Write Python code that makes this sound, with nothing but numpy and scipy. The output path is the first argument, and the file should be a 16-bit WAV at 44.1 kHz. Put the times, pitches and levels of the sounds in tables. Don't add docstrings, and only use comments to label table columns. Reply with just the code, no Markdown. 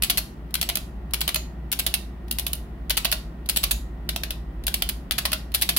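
import sys
import numpy as np
from scipy import signal
from scipy.fft import rfft, irfft
from scipy.io import wavfile

SR = 44100
rng = np.random.default_rng(int(sys.argv[2]) if len(sys.argv) > 2 else 0)


def dump_mix(stems):
    frames = np.atleast_2d(stems).T
    limited = np.clip(frames, -1, 1)
    pcm = np.round(limited * 32767).astype(np.int16)
    wavfile.write(sys.argv[1], SR, pcm)


N = 254898

MOTOR_HZ, RUMBLE_DB, CUTOFF_HZ = 58.15, -38.5, 15750
HUM_ORDERS = [1, 2, 4, 6, 24, 32, 33, 34, 35]
HUM_LEVELS = [-36, -58.5, -65.5, -58.5, -72.5, -67, -83.5, -70.5, -82]
# f/Hz, rms level/dB
LOW_DRONES = [(47.4, -42), (161.5, -55.5)]
# f/Hz, relative level/dB
RUMBLE_SPECTRUM = [(22, -19), (36, -2), (51, 6), (66, 1), (100, -12), (150, -2), (200, -4), (260, -9.5),
                   (350, -10.5), (470, -21.5), (700, -18), (1500, -28), (3000, -36.5), (7000, -53.5),
                   (16000, -47.5)]
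# f/Hz, coherence/0-1
MIC_COHERENCE = [(60, 0.97), (125, 0.98), (250, 0.93), (500, 0.8), (1000, 0.1), (3000, 0)]

NUMERALS = "123456789012"
NUMERAL_SEGMENTS = {"0": "abcdef", "1": "bc", "2": "abdeg", "3": "abcdg", "4": "bcfg", "5": "acdfg", "6":
                    "acdefg", "7": "abc", "8": "abcdefg", "9": "abcdfg"}
# t/s, first flap's level/dB, lag of the other flaps or of a rebound/s, their joint level/dB
DIGIT_TURNS = [ (.0228, -21, 0.011, -18), (.0982, -17, 0.0037, -17), (.1733, -21, 0.0063, -20),
               (.5412, -22.5, 0.012, -20.5), (.6138, -20.5, 0.014, -22.5), (.6897, -20.5, 0.0085, -22.5),
               (.7551, -22.5, .016, -25), (1.1355, -22, 0.0063, -22.5), (1.2069, -30, .007, -19.5),
               (1.278, -19, 0.012, -21), (1.3445, -23, 0.014, -20), (1.7172, -26.5, 0.0086, -21),
               (1.7902, -27, 0.0049, -21), (1.8645, -19, 0.0027, -22), (1.9402, -18, 0.0028, -25),
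               (2.3116, -24, 0.013, -36), (2.3857, -25, 0.01, -27.5), (2.4661, -22.5, 0.014, -40),
               (2.5318, -25.5, 0.021, -49), (2.897, -27.5, 0.0074, -16), (2.9699, -24, 0.0047, -16.5),
               (3.0468, -21.5, 0.0044, -16), (3.1156, -23.5, 0.0087, -17.5), (3.4894, -23.5, .006, -19.5),
               (3.5615, -22.5, 0.0084, -18.5), (3.6327, -27, .005, -15.5), (3.7099, -23, 0.0037, -20),
               (4.0909, -20.5, .015, -57), (4.1614, -22.5, 0.013, -55), (4.2349, -22.5, 0.018, -63),
               (4.3063, -25, 0.011, -62), (4.6678, -22.5, 0.012, -21), (4.7416, -18.5, 0.0033, -35),
               (4.8215, -19, 0.0021, -26), (4.8899, -25, .0055, -27), (5.11, -18.5, 0.0089, -24),
               (5.182, -22, 0.0038, -20), (5.253, -19, 0.0034, -19.5), (5.3182, -26.5, 0.012, -17),
               (5.5413, -30, 0.0049, -17), (5.6138, -30, 0.0065, -16.5), (5.6905, -16.5, .002, -20),
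               (5.7649, -22.5, 0.0045, -17.5)]
# t/s, level/dB
STIR_TICKS = [(0.5075, -51), (1.109, -47), (2.282, -47.5), (3.46, -42.5), (4.638, -42), (5.519, -44)]
# left minus right/dB, low-mids/dB, treble/dB, housing drive/dB
DIGIT_VOICES = [(1.5, -1.1, -0.2, 2), (.5, 0.4, -0.6, 1.5), (-1, 0, -2.7, 1.5), (-1, 1.5, 0.3, 0)]
TOUCH_TONE = {"snap": (-3, 3), "knock": (2, -1.5)}
# f/Hz, relative level/dB
FLAP_SPECTRUM = [(550, -22), (950, -14), (1600, -8.5), (2150, -5.5), (2800, 1), (3400, 1), (4300, 1.5),
                 (5800, -7.5), (7800, -10.5), (9800, -2), (11400, 0.5), (13500, -3), (15800, -5.5)]
FLAP_T60_S, CONTACT_T60_S, CONTACT_SHARE, FLAP_GAIN_DB = 0.023, 0.13, 0.75, 1
CHATTER_S, CHATTER_SHARE = .0016, 0.61
FLAP_GAP_S, KNOCK_LAG_S, FLAP_FADE_DB = 0.0018, .006, 3.5
USUAL_DB, DULLING = -22, 0.41
HEAVY_SEGMENTS, HEAVY_LOW_DB = "ad", 1.5
PAN_SCATTER_DB = 1
# f/Hz, relative level/dB, t60/s
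HOUSING_MODES = [
    [(630, -20, 0.023), (1595, -18.5, 0.032), (2804, -12.5, 0.0069), (2970, -12, 0.008)],
    [(695, -15.5, 0.023), (2800, -9.5, 0.012), (7820, -7, 0.019)],
    [(678, -15.5, 0.09), (1127, -19, 0.058), (3970, -27.5, 0.021)],
    [(626, -21.5, 0.066), (2505, -14, 0.018), (4750, -1, 0.0049)],
]
# f/Hz, t60/s, relative level/dB
ROOM_RING = [(500, 0.28, -3.5), (1500, 0.28, -4), (3460, 0.28, -6), (6900, 0.36, -7.5), (10770, 0.25, -11),
             (16000, 0.27, -12.5)]
# t/s, level/dB
PING_HITS = [(1.356, -35), (3.712, -36)]
# f/Hz, relative level/dB, t60/s
METAL_MODES = [(6277, 0, .25), (6729, -3, .27), (6966, -2, .24)]


def from_db(db):
    return 10 ** (np.asarray(db) / 20)


def rms_one(x):
    return x / np.sqrt(np.mean(x ** 2) + 1e-20)


def at_hz(points, hz):
    points = np.array(points)
    return np.interp(np.log(np.maximum(hz, 1)), np.log(points[:, 0]), points[:, 1])


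def dying(t, t60):
    return np.exp(-np.log(1000) * t / t60)


def drift(count=18):
    return np.interp(np.arange(N), np.linspace(0, N, count), rng.standard_normal(count))


def add(out, sound, s):
    span = out[:, max(0, round(s * SR)):][:, :sound.shape[1]]
    span += sound[:, :span.shape[1]]


def tone(hz):
    return np.sqrt(2) * np.sin(2 * np.pi * (hz * np.arange(N) / SR + rng.random()))


def two_mics(mid, side, hz):
    alike = np.clip(at_hz(MIC_COHERENCE, hz), 0, 1)
    return np.sqrt((1 + alike) / 2) * mid + np.sqrt((1 - alike) / 2) * side * [[1], [-1]]


def hum(motor_waver_db, drone_waver_db):
    motor = sum(from_db(db) * tone(order * MOTOR_HZ) for order, db in zip(HUM_ORDERS, HUM_LEVELS))
    drones = sum(from_db(db) * tone(hz) * rms_one(from_db(drone_waver_db * drift()))
                 for hz, db in LOW_DRONES)
    return motor * from_db(motor_waver_db * drift()) + drones


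def rumble():
    hz = np.arange(N // 2 + 1) * SR / N
    mid, side = rfft(rng.standard_normal((2, N))) * from_db(at_hz(RUMBLE_SPECTRUM, hz))
    return from_db(RUMBLE_DB) * rms_one(irfft(two_mics(mid, side, hz), N))


def moving_flaps(old, new):
    before, after = set(NUMERAL_SEGMENTS[old]), set(NUMERAL_SEGMENTS[new])
    snaps = [("snap", segment) for segment in sorted(after - before)]
    knocks = [("knock", segment) for segment in sorted(before - after)]
    return snaps + knocks


def turn(row, moving):
    s, first_db, lag_s, late_db = row
    late = moving[1:] or moving
    touches = [touch for touch, _ in late]
    gaps = [FLAP_GAP_S if a == b else KNOCK_LAG_S for a, b in zip(touches, touches[1:])]
    times = s + lag_s + np.cumsum([0] + gaps) * rng.uniform(.8, 1.2)
    fade_steps = [touches[:k].count(touch) + (touch != touches[0]) for k, touch in enumerate(touches)]
    fade_db = -FLAP_FADE_DB * np.array(fade_steps)
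    levels = late_db + fade_db - 20 * np.log10(np.linalg.norm(from_db(fade_db)))
    return [(s, first_db, moving[0])] + list(zip(times, levels, late))


def landings(digit):
    pan_db, digit_low_db, digit_treble_db, _ = DIGIT_VOICES[digit]
    rows = []
    for k, row in enumerate(DIGIT_TURNS, 1):
        count, place = divmod(k, len(DIGIT_VOICES))
        if place != digit:
            continue
        moving = moving_flaps(NUMERALS[count], NUMERALS[count + 1])
        for s, db, (touch, segment) in turn(row, moving):
            touch_low_db, touch_treble_db = TOUCH_TONE[touch]
            low_db = digit_low_db + touch_low_db + HEAVY_LOW_DB * (segment in HEAVY_SEGMENTS)
            treble_db = digit_treble_db + touch_treble_db - DULLING * (db - USUAL_DB)
            rows.append((s, db, low_db, treble_db, pan_db + PAN_SCATTER_DB * rng.standard_normal()))
    return rows


def flap_click(db, low_db, treble_db, hz, modes, scatter_db, mic_phase_rad):
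    chance = rng.standard_normal((5, len(hz)))
    phase = 2 * np.pi * chance[0] + mic_phase_rad * hz / hz[-1] * chance[1:3]
    struck = from_db(at_hz(FLAP_SPECTRUM, hz) + scatter_db * chance[3:]) * np.exp(1j * phase)
    attack = (struck @ modes[:, :SR // 200]).real
    tilt = from_db(at_hz([(1600, low_db), (2700, 0), (5000, 0), (9000, treble_db)], hz))
    return from_db(db + FLAP_GAIN_DB) * ((struck * tilt) @ modes).real / attack.std()


def flaps(rows, mode_count=220):
    t = np.arange(SR // 20) / SR
    hz = np.linspace(550, 16200, mode_count) + rng.uniform(-35, 35, mode_count)
    contact = 1 + CONTACT_SHARE * dying(t, CONTACT_T60_S)
    modes = np.exp(2j * np.pi * hz[:, None] * t) * dying(t, FLAP_T60_S) * contact
    out = np.zeros((2, N))
    for s, db, low_db, treble_db, pan_db in rows:
        pan = from_db(np.array([[.5], [-.5]]) * pan_db)
        for delay, share in [(0, 1), (CHATTER_S * (.5 + rng.random()), CHATTER_SHARE)]:
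            click = flap_click(db, low_db, treble_db, hz, modes, scatter_db=3.0, mic_phase_rad=8.76)
            add(out, share * click * pan, s + delay)
    return out


def housing(rows, mode_table, scatter_db, low_share, mic_phase_rad):
    t = np.arange(SR // 4) / SR
    hz, mode_db, t60 = np.transpose(mode_table)
    modes = np.exp(2j * np.pi * hz[:, None] * t) * dying(t, t60[:, None])
    is_low = hz < 2000
    out = np.zeros((2, N))
    for s, db, low_db, _, _ in rows:
        chance = rng.standard_normal((4, len(hz)))
        strength = from_db(db + mode_db + low_share * low_db * is_low + scatter_db * chance[0])
        phase = 2 * np.pi * chance[1] + mic_phase_rad * hz / CUTOFF_HZ * chance[2:]
        add(out, ((strength * np.exp(1j * phase)) @ modes).real, s)
    return out


def room(direct, build_s, early_db, early_t60):
    t = np.arange(SR * 6 // 10) / SR
    ring = np.array(ROOM_RING)
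    edges_hz = np.geomspace(450, 18000, 10)
    build_up = 1 - np.exp(-t / build_s)
    early = from_db(early_db) * dying(t, early_t60)
    response = 0
    for low, high in zip(edges_hz, edges_hz[1:]):
        hz = np.sqrt(low * high)
        t60, band_db = at_hz(ring[:, [0, 1]], hz), at_hz(ring[:, [0, 2]], hz)
        envelope = build_up * (dying(t, t60) + early)
        band = signal.butter(3, [low, high], "band", fs=SR, output="sos")
        mid, side = signal.sosfilt(band, rng.standard_normal((2, len(t))))
        response += two_mics(mid, side, hz) * envelope / np.linalg.norm(envelope) * from_db(band_db)
    return signal.fftconvolve(direct, response, axes=1)[:, :N]


def pings():
    t = np.arange(SR // 2) / SR
    out = np.zeros((2, N))
    for s, db in PING_HITS:
        for hz, mode_db, t60 in METAL_MODES:
            partial = np.sin(2 * np.pi * (hz * t + rng.random((2, 1))))
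            add(out, from_db(db + mode_db) * dying(t, t60) * partial, s)
    return out


def scene():
    stirs = [(s, db, 0, 0, 0) for s, db in STIR_TICKS]
    out = hum(motor_waver_db=-1.7, drone_waver_db=9.5) + rumble() + pings()
    for digit, mode_table in enumerate(HOUSING_MODES):
        rows = landings(digit) + (stirs if digit == 0 else [])
        drive_db = DIGIT_VOICES[digit][-1]
        clicks = flaps(rows)
        body = housing(rows, mode_table, scatter_db=3.5, low_share=.7, mic_phase_rad=6.5)
        direct = clicks + from_db(drive_db) * body
        out = out + direct + room(direct, build_s=0.0057, early_db=10.5, early_t60=0.044)
    return out


def record(dry):
    low_pass = signal.ellip(10, .1, 80, CUTOFF_HZ, fs=SR, output="sos")
    return signal.sosfilt(low_pass, np.clip(dry, -1, 1))


dry = scene()
out = record(dry)
dump_mix(out)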